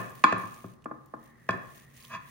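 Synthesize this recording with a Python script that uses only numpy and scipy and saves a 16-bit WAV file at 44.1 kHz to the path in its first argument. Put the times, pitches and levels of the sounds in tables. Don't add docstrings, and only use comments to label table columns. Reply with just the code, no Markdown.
import sys
import numpy as np
from scipy import signal
from scipy.fft import rfft, irfft
from scipy.io import wavfile

SR = 44100
rng = np.random.default_rng(int(sys.argv[2]) if len(sys.argv) > 2 else 0)


def wav_record(signal):
    frames = np.transpose(np.atleast_2d(signal))
    bounded = np.clip(frames, -1, 1)
    quanta = np.round(bounded * 32767).astype(np.int16)
    wavfile.write(sys.argv[1], SR, quanta)


N = 101430
PRE = 4410

# start in seconds, spot struck (0 or 1), level in dB, then relative to it
# thud, body, low ring, second tone, upper ring and bright edge, all in dB.
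KNOCKS = [(-0.03, 1, -12.5, 5.5, 7, 10.5, 4, 3.5, 2.5), (0.238, 0, -0.5, -6.5, -11.5, -7, -4.5, 3.5, 0),
          (0.3235, 1, -19, 10, 12, 17.5, 11.5, 11, 7), (0.361, 1, -40, 24, 28, 5, 23, 18, -17),
          (0.434, 1, -24, 8, -7, -26, 5, -4, -31), (0.641, 1, -35, 19, 19.5, 13, 8.5, -2.5, -4),
          (0.856, 0, -31.5, 9, 7.5, 13, 5.5, 5, -11.5), (0.9106, 0, -31, 5, 5.5, 13.5, 1.5, 3, -23.5),
          (1.136, 0, -30, 5.5, 2, 12, -1.5, 1.5, -27), (1.489, 1, -11, 2, 1.5, 8.5, 1.5, 6.5, -1.5),
          (1.5057, 1, -38.5, 11, 9, 0.5, 0.5, 6, 25.5), (1.528, 1, -28, -2, -10, -7, -18, 8.5, -0.5),
          (1.536, 1, -22.5, 8.5, 12, 6.5, -29, -27, -8)]
COLOUR_HZ = [200, 380, 600, 1058, 1172, 1750, 2700]
# frequency in Hz, relative level in dB from spot 0 and in dB from
# spot 1, 60 dB decay time in seconds, rise time in seconds.
PLATE_MODES = [(115.4, -41.5, -21, 0.2, 0.0087), (182, -15.5, -10, 0.082, 0.0079),
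               (248.5, -7, -14, 0.07, 0.0055), (310, -11, -26, 0.093, 0.0066),
               (377.8, -20.5, -16.5, .07, 0.0061), (495, -9, -15, 0.025, 0.0019),
               (652.5, -3.5, -8.5, 0.023, 0.0018), (832.7, -1.5, -12, 0.03, 0.0035),
               (1069.4, 2, -1, 0.041, 0.0028), (1188.2, 5.5, -5, 0.031, 0.0029),
               (1423, -3, -16, 0.047, 0.0035), (1626, -11.5, -13.5, 0.033, 0.0019),
               (1755, -13.5, -10, 0.034, 0.002), (2017, -15.5, -19, 0.022, 0.0011),
               (2310, -18.5, -22.5, 0.059, 0.0017), (2434, -21.5, -21.5, 0.025, 0.0015),
               (2522, -11, -10, 0.018, 0.00068), (3368, -26, -28.5, 0.08, 0.0015),
               (3940, -28, -31.5, 0.031, .001), (4550, -27, -34.5, .05, 0.0012),
               (4970, -35.5, -35.5, .04, 0.00087)]
# left minus right in dB, phase by which left leads in radians.
MODES_HEARD = [
    [(4, -.3), (4, .1), (7, 0), (12, -.3), (8, -.3), (8, -.3), (-4, -2.1), (-3, -1), (-4, .1), (4, -.6),
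     (0, 2.6), (-4, -1.5), (-4, -1.5), (-2, -1), (0, 1), (0, .6), (-1, .2), (0, -1.4), (2, -.3), (2, -2.1),
     (2, -3)],
    [(1, .2), (3, .2), (3, .4), (3, .6), (2, .5), (-5, .4), (6, 1.1), (1, -1.1), (-2, .1), (-1, .4),
     (-5, .5), (-2, .2), (-2, .2), (2, 1), (5, 1.5), (2, 1.4), (0, 1.4), (-2, 1.6), (4, -1.5), (4, -2),
     (5, 3)],
]
LATE_SHARE = 0.47
CRACK_DB = (-16, -20)
CRACK_RISE_S, CRACK_T60_S, CRACK_LAG_S = 0.002, 0.025, 0.00005
CRACK_LOW_HZ, CRACK_TOP_HZ = 3340, 8900

# frequency in Hz, 60 dB decay time in seconds.
KITCHEN_DECAY = [(100, 0.63), (400, 0.65), (1000, 0.63), (2500, 0.55), (6000, 0.52), (12000, 0.22)]
WET_DB, FIRST_ECHO_S = -14, 0.0076
# frequency in Hz, correlation from 0 to 1.
LIKENESS = [(30, 1), (100, 0.46), (250, 0.051), (550, 0.088), (1500, 0.0025), (8000, 0)]

# time in seconds, level in dB.
FIZZ_LEVEL = [(0, -49), (.12, -60), (.14, -60), (.16, -55), (.22, -56.5), (.36, -69), (.39, -52),
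              (.48, -55.5), (.56, -55.5), (.74, -64.5), (.78, -79), (1.18, -72), (1.26, -63), (1.34, -74),
              (1.5, -65), (1.66, -61.5), (1.78, -53.5), (1.82, -57.5), (1.88, -67), (1.94, -62),
              (1.97, -53.5), (2.08, -53.5), (2.2, -67), (2.3, -55)]
# frequency in Hz, relative spectral level in dB per Hz.
FIZZ_SPECTRUM = [(1200, -38), (2200, -3), (3500, -7.5), (5300, -12.5), (6300, -7.5), (7600, -13.5),
                 (9500, -7.5), (11000, -10.5), (13500, -10), (15500, -6)]
GRAINS_PER_S, GRAIN_SPREAD_DB, GRAIN_DB = 2300, 1, 10

# frequency in Hz, relative spectral level in dB per Hz.
AIR_SPECTRUM = [(12, -26.5), (20, -2), (129, -3.5), (252, -5), (834, -18), (1200, -13.5), (1540, -20.5),
                (1920, -17.5), (2270, -34), (6020, -36), (7520, -42), (9930, -36), (12100, -53.5),
                (13500, -49.5), (15500, -41.5)]
AIR_DB = -62
# frequency in Hz, bandwidth in Hz, level in dB.
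HUMS = [(126, 5.2, -67), (137, 4.5, -62.5), (232, 2.8, -67)]
# time in seconds, level in dB.
WHIRR_LEVEL = [(0, -61), (.7, -87), (1.14, -91), (1.22, -66.5), (1.4, -66), (1.9, -65.5), (2.3, -64.5)]
WHIRR_HZ, WHIRR_WIDTH_HZ = 1840, 300

# start in seconds, level before rise, decay and panning in dB, centre in Hz.
TICKS = [(0.095, -51, 7960), (0.104, -50, 14800), (0.152, -46.5, 14500), (0.381, -48.5, 10600),
         (0.543, -49.5, 6700), (0.821, -63, 3050), (0.842, -55.5, 2700), (0.844, -57.5, 7740),
         (1.059, -58, 14400), (1.238, -57, 13500), (1.757, -52.5, 14000), (1.968, -51.5, 7000),
         (2.025, -53, 4530), (2.048, -44, 3370)]
TICK_T60_S, TICK_RISE_S, TICK_PAN_DB = 0.024, 0.00084, -8.5

# time in seconds, level in dB.
SCRAPE_LEVEL = [(1.97, -74), (2.05, -62.5), (2.075, -74.5), (2.103, -46), (2.125, -38), (2.146, -31.5),
                (2.158, -37.5), (2.175, -49.5), (2.195, -82), (2.3, -79)]
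SCRAPE_COLOUR = (1, -3, -15, -5.5, -1, 0.5, 3.5)  # spot, then the six relative dB of a knock
SLIPS_PER_S = 3400

NOTCH_HZ, NOTCH_WIDTH_HZ, NOTCH_DB = 12110, 510, -21.5
MONO_HZ, RUMBLE_HZ = 13000, 44.4
CEILING, EDGE_HZ = 1.2, 15900


def amp(db):
    return 10 ** (np.asarray(db) / 20)


def evened(x):
    return x / np.sqrt(np.mean(x ** 2) + 1e-20)


def read(points, hz):
    f, value = np.transpose(points)
    return np.interp(np.log(hz + 1), np.log(f + 1), value)


def level(curve):
    t, db = np.transpose(curve)
    return amp(np.interp(np.arange(N) / SR, t, db))


def resonate(x, hz, width):
    turn = np.exp(2j * np.pi * hz * np.arange(x.shape[-1]) / SR)
    r = np.exp(-np.pi * width / SR)
    return 2 * (turn * signal.lfilter([1 - r], [1, -r], x / turn)).real


def correlate(a, b, same):
    return np.array([a, same * a + np.sqrt(1 - same ** 2) * b])


def diffuse_pair(noise, spectrum):
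    left, right = rfft(noise)
    hz = np.fft.rfftfreq(N, 1 / SR)
    both = correlate(left, right, np.clip(read(LIKENESS, hz), -1, 1))
    return evened(irfft(both * amp(read(spectrum, hz)), N))


def crack(spot, edge_db, t):
    band = signal.butter(2, [CRACK_LOW_HZ, CRACK_TOP_HZ], "band", fs=SR)
    noise = signal.lfilter(*band, rng.standard_normal(len(t)))
    decay = amp(CRACK_DB[round(spot)] + edge_db - 60 * t / CRACK_T60_S)
    left = decay * np.minimum(t / CRACK_RISE_S, 1) ** 2 * noise
    right = np.interp(t - CRACK_LAG_S, t, left, left=0)
    return np.array([left, right])


def ring(spot, thud_db, body_db, low_db, second_db, upper_db, edge_db):
    t = np.arange(SR // 4) / SR
    side = np.array([.5, -.5])[:, None, None]
    hz, *spot_db, t60, rise = np.array(PLATE_MODES).T[:, :, None]
    pan_db, lead = np.array(MODES_HEARD[round(spot)]).T[:, :, None]
    colour_db = (thud_db, body_db, low_db, 0, second_db, upper_db, edge_db)
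    colour = read(list(zip(COLOUR_HZ, colour_db)), hz)
    sign = (-1.) ** np.arange(len(PLATE_MODES))[:, None]
    decay = amp(spot_db[round(spot)] + colour - 60 * t / t60)
    swell = 1 - np.exp(-(np.maximum(t - LATE_SHARE * rise, 0) / rise) ** 2)
    tones = amp(side * pan_db) * np.sin(2 * np.pi * hz * t + side * lead)
    modes = (decay * swell * sign * tones).sum(1)
    return modes + crack(spot, edge_db, t)


def knocks():
    out = np.zeros((2, N + PRE + SR))
    for s, spot, db, *colour in KNOCKS:
        at = round(s * SR) + PRE
        sound = amp(db) * ring(spot, *colour)
        out[:, at:at + sound.shape[1]] += sound
    return out[:, :N + PRE]


def kitchen(x):
    taps = np.zeros((2, SR))
    count = SR // 20 - 1
    places = np.arange(count) * 20 + rng.integers(0, 20, (2, count))
    np.put_along_axis(taps, places, rng.choice([-1., 1.], (2, count)), 1)
    hz, t, bands = signal.stft(taps, SR, nperseg=256)
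    bands = correlate(bands[0], bands[1], np.clip(read(LIKENESS, hz), 0, 1)[:, None])
    decay = amp(-60 * t / read(KITCHEN_DECAY, hz)[:, None])
    tail = signal.istft(bands * decay, SR, nperseg=256)[1]
    tail = tail * (np.arange(tail.shape[1]) > FIRST_ECHO_S * SR)
    return signal.fftconvolve(x[None], tail / np.linalg.norm(tail[0]), axes=1)[:, :len(x)]


def fizz():
    size = amp(GRAIN_SPREAD_DB * np.minimum(rng.exponential(1, N), 5))
    grains = size * (rng.random(N) < GRAINS_PER_S / SR)
    lumps = evened(signal.oaconvolve(grains, np.exp(-np.arange(200) / 36.0))[:N])
    noise = rng.standard_normal((2, N)) * (1 + amp(GRAIN_DB) * lumps)
    return level(FIZZ_LEVEL) * diffuse_pair(noise, FIZZ_SPECTRUM)


def air():
    return amp(AIR_DB) * diffuse_pair(rng.standard_normal((2, N)), AIR_SPECTRUM)


def hums():
    out = np.zeros(N)
    for hz, width, db in HUMS:
        out += amp(db) * evened(resonate(rng.standard_normal(N), hz, width))
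    return out


def whirr():
    a, b = rng.standard_normal((2, N))
    noise = np.array([a, 0.73 * a + 0.88 * b])
    once = resonate(noise, WHIRR_HZ, WHIRR_WIDTH_HZ)
    return level(WHIRR_LEVEL) * evened(resonate(once, WHIRR_HZ, WHIRR_WIDTH_HZ))


def ticks():
    out = np.zeros((2, N))
    t = np.arange(2000) / SR
    for s, db, hz in TICKS:
        noise = rng.standard_normal(len(t))
        narrow = evened(resonate(noise, hz, 0.069 * hz))
        wide = evened(resonate(noise, hz, 0.76 * hz))
        envelope = amp(db - 60 * t / TICK_T60_S) * np.minimum(t / TICK_RISE_S, 1)
        tick = envelope * evened(narrow + wide)
        at = round(s * SR)
        out[:, at:at + len(t)] += tick * amp([[TICK_PAN_DB / 2], [-TICK_PAN_DB / 2]])
    return out


def scrape():
    slips = rng.standard_normal(N) * (rng.random(N) < SLIPS_PER_S / SR)
    answer = ring(*SCRAPE_COLOUR)
    power = SLIPS_PER_S / SR * np.sum(answer[0] ** 2)
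    onset = (SCRAPE_LEVEL[0][0] - .01, -120)
    drive = slips * level([onset] + list(SCRAPE_LEVEL)) / np.sqrt(power)
    return signal.oaconvolve(drive[None], answer, axes=1)[:, :N]


def scene():
    plate = knocks()
    plate[:, PRE:] += scrape()
    heard = plate + amp(WET_DB) * kitchen(plate[0] + plate[1])
    meat = fizz() + ticks()
    room_tone = air() + hums() + whirr()
    return heard[:, PRE:] + meat + room_tone


def record(dry):
    hz = np.fft.rfftfreq(N, 1 / SR)
    left, right = rfft(dry) / np.sqrt(1 + (RUMBLE_HZ / (hz + 1)) ** 4)
    notch = amp(NOTCH_DB * np.exp(-((hz - NOTCH_HZ) / NOTCH_WIDTH_HZ) ** 2))
    mid = (left + right) / 2 * notch
    side = (left - right) / 2 / (1 + (hz / MONO_HZ) ** 40)
    heard = irfft(np.array([mid + side, mid - side]), N)
    heard = CEILING * np.tanh(heard / CEILING)
    low_pass = signal.firwin(511, EDGE_HZ, window=("kaiser", 9), fs=SR)
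    return signal.oaconvolve(heard, low_pass[None], "same")


dry = scene()
out = record(dry)
wav_record(out)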